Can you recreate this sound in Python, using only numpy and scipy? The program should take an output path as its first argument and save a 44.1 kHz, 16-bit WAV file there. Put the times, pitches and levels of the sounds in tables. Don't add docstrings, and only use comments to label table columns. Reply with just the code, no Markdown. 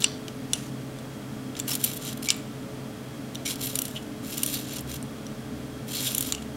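import sys
import numpy as np
from scipy import signal
from scipy.fft import rfft, irfft, next_fast_len
from scipy.io import wavfile

SR = 44100
rng = np.random.default_rng(int(sys.argv[2]) if len(sys.argv) > 2 else 0)


def generate_wav(signal):
    frames = np.transpose(np.atleast_2d(signal))
    scaled = np.clip(frames, -1, 1) * 32767
    pcm = np.round(scaled).astype(np.int16)
    wavfile.write(sys.argv[1], SR, pcm)


N = 289418
TIME = np.arange(N) / SR


def gain_of(db):
    return 10 ** (np.asarray(db) / 20)


def evened(x):
    return x / np.sqrt(np.mean(abs(x) ** 2) + 1e-20)


def total_db(power):
    return 10 * np.log10(power.sum(0) + 1e-12)


def read(points, hz):
    f, value = np.transpose(points)
    return np.interp(np.log(hz + 1), np.log(f), value)


def add(mix, s, sound):
    part = mix[max(round(s * SR), 0):][:len(sound)]
    part += sound[:len(part)]


def wander(width_hz, size=2 ** 15):
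    t = np.linspace(0, N / SR, size)
    spectrum = rng.standard_normal(size) + 1j * rng.standard_normal(size)
    spectrum *= np.exp(-(np.fft.fftfreq(size, t[1]) / width_hz) ** 2)
    return evened(np.interp(TIME, t, np.fft.ifft(spectrum)))


def noise(colour):
    length = next_fast_len(N)
    gain = gain_of(read(colour, np.fft.rfftfreq(length, 1 / SR)))
    return evened(irfft(rfft(rng.standard_normal(length)) * gain, length)[:N])


def causal(gain):
    log_gain = np.log(np.r_[gain, gain[-2:0:-1]] + 1e-6)
    return irfft(np.exp(np.conj(signal.hilbert(log_gain)))[:len(gain)])


def resonate(x, hz, width_hz):
    turn = np.exp(2j * np.pi * np.cumsum(hz * np.ones(len(x))) / SR)
    r = np.exp(-np.pi * width_hz / SR)
    return 2 * (turn * signal.lfilter([(1 - r) ** 2], [1, -2 * r, r * r], x / turn)).real


def bands(hz, edges_hz=(4500, 8000, 11000)):
    above = [1 / (1 + (edge / (hz + 1)) ** 24) for edge in edges_hz]
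    return -np.diff([np.ones(len(hz)), *above, np.zeros(len(hz))], axis=0)


def shares(low_db, high_db, top_db):
    gains = gain_of([low_db, 0, high_db, top_db])
    return gains / np.linalg.norm(gains, axis=0)


def tinted(bright_db, base_db):
    return [base + slope * bright_db for base, slope in zip(base_db, (-0.052, 0.48, 0.91))]


def hum(drone_hz=70, swell_s=0.17):
    # f/Hz, relative level/dB
    air = [(15, -50), (25, -35), (37, -10.5), (52, -17.5), (70, -14), (125, -6.5), (175, -7), (225, -2),
           (280, -1.5), (370, -13.5), (620, -13.5), (950, -21), (1400, -21), (2400, -26), (4000, -29),
           (9000, -33.5), (16000, -39.5)]
    # f/Hz, level/dB, width of wavering/Hz, steady share/0-1
    lines = [(130.3, -44.5, 6.6, 0.73), (142, -52, 2.5, 0.8), (108, -56, 3.2, 0.84),
             (219.8, -46.5, 10.3, 0.02), (262.4, -47.5, 5.6, 0), (297, -50.5, 1.55, 0.28),
             (428.6, -49.5, 2.3, 0.94), (550.7, -58.5, 8, 0), (626.6, -58.5, 9.3, 0.4),
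             (1167, -64.5, 2.2, 0.89), (1335, -64.5, 6, 0), (3276, -61.5, 105, 0)]
    # t/s, level/dB
    swells = [(4.92, -51), (5.65, -52), (6.37, -48.5)]
    out = gain_of(-39.5) * noise(air)
    for hz, db, width, steady in lines:
        sway = np.sqrt(steady) + np.sqrt(1 - steady) * wander(width)
        tone = np.exp(2j * np.pi * (hz * TIME + rng.random()))
        out += gain_of(db) * evened((sway * tone).real)
    drone = evened(((1 + 0.73 * wander(7)) * np.exp(2j * np.pi * drone_hz * TIME)).real)
    swell = sum(gain_of(db) * np.exp(-((TIME - s) / swell_s) ** 2) for s, db in swells)
    return out + (gain_of(-61.5) + swell) * drone


def room(x):
    # f/Hz, t60/s
    decay = [(500, 0.33), (3000, 0.36), (7000, 0.35), (10000, 0.4), (15000, .2)]
    # f/Hz, level/dB
    colour = [(500, 6), (3000, -11), (7000, -15), (10000, -16), (15000, -15)]
    count = SR * 3 // 4
    reflections = rng.standard_normal(count) * (rng.random(count) < 5000 / SR)
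    hz, t, spectra = signal.stft(evened(reflections), SR, nperseg=256)
    t60 = read(decay, hz)[:, None]
    spectra *= gain_of(read(colour, hz)[:, None] - 60 * t / t60)
    spectra *= np.sqrt(2 * np.log(1000) / (t60 * SR))
    tail = signal.istft(spectra * np.clip(t / 0.0059, 0, 1), SR, nperseg=256)[1]
    for delay_s, db in [(.0032, -14), (.0068, -19.5), (.0105, -31)]:
        tail[round(delay_s * SR)] += gain_of(db)
    return signal.fftconvolve(x, tail)[:N]


def push(start, rise, fall, db, slow_db=9.5, stop_s=0.017):
    from_peak = np.maximum((start + rise - TIME) / rise, (TIME - start - rise) / fall).clip(0, 2)
    moving = np.clip(1 + np.minimum(TIME - start, start + rise + fall - TIME) / stop_s, 0, 1)
    return moving * gain_of(db - slow_db * from_peak ** 1.63)


def glove():
    # f/Hz, relative level/dB
    cotton = [(500, -30), (1500, -3), (3500, -2), (5000, -2), (7000, 2), (8500, -5), (10000, -5),
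              (13000, -9), (16000, -17)]
    return push(start=.50, rise=.09, fall=0.1, db=-46) * gain_of(2.5 * wander(90).real) * noise(cotton)


def steel(modes, hz, broad_db, shift_db=0):
    centre, width, db = np.transpose(modes)[:, :, None]
    peaks = np.sum(gain_of(db + shift_db) ** 2 / (1 + (2 * (hz - centre) / width) ** 2), 0)
    broad = gain_of(broad_db) ** 2 * hz ** 2 / (hz ** 2 + 1500 ** 2)
    return np.sqrt(peaks + broad) * hz / np.hypot(hz, 300)


def friction(slips_per_s, spread_db, judder_db, judder_hz, size=2048):
    # f/Hz, width/Hz, relative level/dB
    rod_modes = [(1470, 170, -10), (2270, 190, -4.5), (2780, 230, 0), (3280, 300, 4.5), (3870, 190, 3.5),
                 (4240, 320, 1), (5300, 450, 0), (6000, 260, 1), (6730, 300, -3.5), (7280, 290, 4.5),
                 (8930, 700, -1.5), (9850, 300, -1), (10070, 320, -1.5), (12300, 330, -1), (12560, 520, -3),
                 (13460, 490, 0.5)]
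    # t/s, share of dead, broad scraping/0-1
    thumb = [(1.76, 0.84), (1.82, 0.25), (4.1, 0), (4.25, 0.51), (4.40, 0.52), (4.47, 0.18), (6.12, 0.28),
             (6.22, 0.36)]
    slips = (rng.random(N) < slips_per_s / SR) * rng.choice([-1, 1], N)
    slips = slips * gain_of(spread_db * np.minimum(rng.exponential(1, N), 3))
    judder = np.clip(np.sqrt(2) * wander(judder_hz).real, -2, 2)
    slips *= gain_of(judder_db * judder - judder_db ** 2 * np.log(10) / 20)
    hz, length = np.fft.rfftfreq(size, 1 / SR), next_fast_len(N + size)
    damping = np.interp(TIME, *np.transpose(thumb))
    free = evened(steel(rod_modes, hz, broad_db=-28) ** 1.05)
    dead = evened(steel(rod_modes, hz, broad_db=-1.5))
    rung = rfft(slips * (1 - damping), length) * rfft(causal(free), length)
    rung += rfft(slips * damping, length) * rfft(causal(dead), length)
    parts = irfft(rung * bands(np.fft.rfftfreq(length, 1 / SR)), length)[:, :N]
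    return np.array([evened(part) for part in parts])


def travel():
    # t/s, speeding up/s, slowing down/s, relative level at full speed/dB, brightness/dB
    strokes = [(1.665, 0.034, 0.077, -36, -4), (1.80, 0.065, 0.088, -34, 1),
               (1.995, 0.099, 0.036, -36.5, -3.5), (3.59, .05, 0.14, -34, 1), (3.79, 0.091, .11, -45, -1),
               (4.235, 0.11, .10, -36.5, -0.5), (4.42, .11, .10, -33, 0.5), (4.64, 0.093, 0.065, -38.5, -7),
               (4.88, 0.064, 0.029, -37.5, -0.5), (5.884, 0.093, .08, -32.5, -1.5),
               (5.99, 0.068, .13, -32, 0), (6.17, 0.12, .04, -35, -0.5)]
    return sum(np.outer(shares(*tinted(bright, base_db=(0, -1.5, 0.5))), push(*move)) ** 2
               for *move, bright in strokes)


def slide(power):
    slow = np.clip((-32.5 - total_db(power)) / 8, 0, 1)
    grain = friction(slips_per_s=2500, spread_db=1.5, judder_db=1.8 + 1.25 * slow, judder_hz=130)
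    return gain_of(-1.03) * (np.sqrt(power) * grain).sum(0)


def scuffs(rise_s=0.0048, fall_s=0.0017):
    # t/s, length/s, relative level/dB, brightness/dB
    scrapes = [(0.001, 0.019, -32, -4), (0.025, 0.023, -32, -10), (1.566, 0.02, -37.5, -18),
               (1.59, 0.0064, -34, 0), (1.68, .019, -24.5, 2), (1.704, 0.042, -27, 0),
               (1.962, 0.016, -31, 5), (2.128, 0.0067, -30.5, -4), (2.173, .007, -38, 2),
               (2.224, .011, -32.5, 0), (2.242, 0.0098, -31.5, 3), (2.254, .022, -35, -3),
               (2.309, 0.014, -32, -1), (3.345, .01, -39, 0), (3.453, 0.018, -24.5, -6),
               (3.475, 0.045, -29, -2.5), (3.516, .031, -38, -1), (3.635, 0.0085, -28, 9),
               (3.957, .02, -40.5, -6), (4.026, 0.0089, -41, -3), (4.474, 0.017, -31, -2),
               (4.531, 0.021, -28.5, 7), (4.759, 0.011, -36, 0), (4.783, .013, -34.5, -4),
               (4.914, .0065, -32.5, -8), (4.961, .007, -33, -2), (6.056, 0.03, -28, 2),
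               (6.42, 0.0095, -41, -17)]
    power = np.zeros((4, N))
    t = np.arange(SR // 8) / SR
    for s, length, db, bright in scrapes:
        stroke = np.minimum(t / rise_s, 1) * np.exp(-np.maximum(t - length, 0) / fall_s)
        for band, share in zip(power, shares(*tinted(bright, base_db=(0, -.5, 1)))):
            add(band, s - rise_s / 2, (gain_of(db - 3.5) * share * stroke) ** 2)
    grain = friction(slips_per_s=4500, spread_db=3, judder_db=3.0, judder_hz=220)
    return (np.sqrt(power) * grain).sum(0)


def rasps(slips_per_s=2500):
    # t/s, length/s, first f/Hz, last f/Hz, nominal width/Hz, level/dB
    drags = [(1.672, 0.058, 2850, 2900, 160, -39), (1.703, 0.031, 5420, 5360, 220, -31.5),
             (2.268, 0.043, 2270, 2360, 110, -34.5), (2.284, 0.029, 5100, 5160, 500, -30.5),
             (3.448, 0.054, 2300, 2340, 160, -41), (3.450, 0.042, 5850, 5760, 200, -37),
             (3.952, 0.034, 3100, 3100, 420, -34.5), (4.527, 0.052, 4400, 4200, 550, -35.5),
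             (5.929, 0.079, 4370, 4060, 600, -35.5), (6.054, 0.039, 3720, 3300, 600, -32.5)]
    out = np.zeros(N)
    t = np.arange(SR // 5) / SR
    for s, length, first_hz, last_hz, width, db in drags:
        slips = rng.standard_normal(len(t)) * (rng.random(len(t)) < slips_per_s / SR)
        ring = resonate(slips, np.interp(t, [0, length], [first_hz, last_hz]), 1.44 * width)
        add(out, s, gain_of(db) * evened(ring) * np.sin(np.pi * np.minimum(t / length, 1)))
    return out


def coil_ticks(power, catches_per_s=14, still_db=-50, bright_db=8, ring_hz=12900, count=96):
    # t/s, relative level/dB, brightness/dB, ring f/Hz
    snaps = [(1.752, -23.5, -1.5, 9300), (1.8399, -18, 5, 9900), (1.8446, -20.5, 5, 13680),
             (1.9343, -35, 0, 7140), (2.3642, -43, 7, 13000), (3.508, -31, -20, 3430),
             (3.5566, -37, -6, 5090), (3.6571, -31, 10, 12740), (3.7546, -22.5, -2, 10400),
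             (3.788, -21.5, -0.5, 9800), (3.8178, -24.5, 1, 7100), (3.8523, -30.5, -1, 9830),
             (3.8805, -38, -2, 11900), (4.3785, -27.5, -3, 11500), (4.4323, -19, -0.5, 9300),
             (4.4613, -24, 5, 9860), (4.7662, -36.5, -3, 13040), (4.8073, -38, 10, 10000),
             (6.1476, -21.5, 2.5, 10030), (6.1802, -20, 2, 6800), (6.2073, -22.5, 1, 9300),
             (6.2251, -28, -1, 3260)]
    times = np.cumsum(.5 + rng.random(count)) / catches_per_s
    offsets_db = 2 * rng.standard_normal(count) - 0.5
    sliding_db = np.interp(times, TIME, total_db(power))
    catches = [(s, db + offset, bright_db, ring_hz)
               for s, db, offset in zip(times, sliding_db, offsets_db) if db > still_db]
    return snaps + catches


def click(db, colour, ring_hz, focus, contact_s, size=4096):
    # f/Hz, width/Hz, relative level/dB
    frame_modes = [(1410, 220, -25), (2380, 100, 0), (2900, 190, 7.5), (3120, 120, 4), (3495, 98, 7.5),
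                   (3800, 360, 1), (4050, 130, 5), (4570, 170, 1.5), (5310, 350, -6.5), (5880, 260, 4.5),
                   (6670, 87, -0.5), (7110, 240, 5), (7740, 280, 1), (8670, 280, 0.5), (9230, 220, 1),
                   (9800, 290, -1), (11100, 400, -11), (11760, 340, -6.5), (12700, 210, -2),
                   (14000, 360, -13), (13950, 450, -10), (15800, 500, -9)]
    t, hz = np.arange(size) / SR, np.fft.rfftfreq(size, 1 / SR)
    age = t / max(contact_s, 5e-4)
    spectrum = rfft(rng.standard_normal(size) * age * np.exp(-age * 1.53))
    chatter = irfft(spectrum / np.sqrt(abs(spectrum) + 1e-9))
    chatter[size // 4:] = 0
    shift_db = 4.2 * rng.standard_normal((len(frame_modes), 1))
    body = steel(frame_modes, hz, broad_db=-22, shift_db=shift_db)
    struck_part = gain_of(16.5) ** 2 / (1 + ((hz - ring_hz) / (0.044 * ring_hz)) ** 2)
    body *= np.sqrt(1 + focus * struck_part)
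    masks, balance = bands(hz), shares(*colour)
    band_levels = np.sqrt((masks * abs(body * rfft(chatter)) ** 2).sum(1))
    body *= (balance / band_levels) @ masks
    ring = signal.fftconvolve(chatter, causal(body))[:size]
    jolt = np.diff(rng.standard_normal(size + 1)) * np.exp(-t / 0.0027)
    knock = resonate(jolt, hz=1230, width_hz=800)
    knock *= gain_of(-19.5) * balance[0] / np.linalg.norm(knock)
    return gain_of(db + 24.0) * (ring / np.linalg.norm(ring) + knock)


def action(ticks, focus):
    # t/s, relative level/dB, 3, 9 and 13 kHz bands against 6 kHz/dB, ring f/Hz, contact/s
    blows = [(0.0216, -28, 2, -20, -21, 3560, 0.00076), (0.0423, -12.5, -2, -13, -29, 2820, .0008),
             (0.2817, -35, 2, -10, -11, 2750, .0009), (0.533, -17.5, 0, 2, -14, 5950, .0012),
             (0.9869, -46, 2, 0, -11, 3480, .001), (1.5528, -41.5, 7, -11, -14, 3240, .0008),
             (1.5984, -25, -7, -5, -12, 7200, .0011), (2.2873, -20, -4, -18, -16, 2330, 0.00077),
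             (2.3037, -15, -1, -4, -21, 3850, 0.00041), (3.3545, -32, 4, -10, -11, 3600, .0009),
             (5.0267, -38.5, -5, 8, -8, 8900, .0006), (5.2658, -40, -7, -9, -17, 5500, .0014),
             (6.3228, -21, -2, -4, -11, 6760, 0.0013), (6.3484, -30.5, 1, -5, -14, 2750, 0.0015),
             (6.38, -42, 9, -12, -10, 2760, .0015)]
    out = np.zeros(N)
    for s, db, *colour, ring_hz, contact_s in blows:
        add(out, s, click(db, colour, ring_hz, focus, contact_s))
    for s, db, bright, ring_hz in ticks:
        add(out, s, click(db, tinted(bright, base_db=(-4, 2, 5)), ring_hz, focus, contact_s=.0018))
    return out


def scene():
    power = travel()
    ticks = coil_ticks(power)
    rubbing = slide(power) + scuffs() + rasps() + glove()
    close = action(ticks, focus=1) + rubbing
    reflected = room(action(ticks, focus=0) + rubbing)
    return (close + reflected + hum())[None]


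def record(dry):
    ceiling, edge_hz = .88, 15900
    rounded = dry / (1 + (dry / ceiling) ** 6) ** (1 / 6)
    lowpass = signal.firwin(401, edge_hz, window=("kaiser", 8), fs=SR)
    return signal.oaconvolve(rounded, lowpass[None], "same")


dry = scene()
out = record(dry)
generate_wav(out)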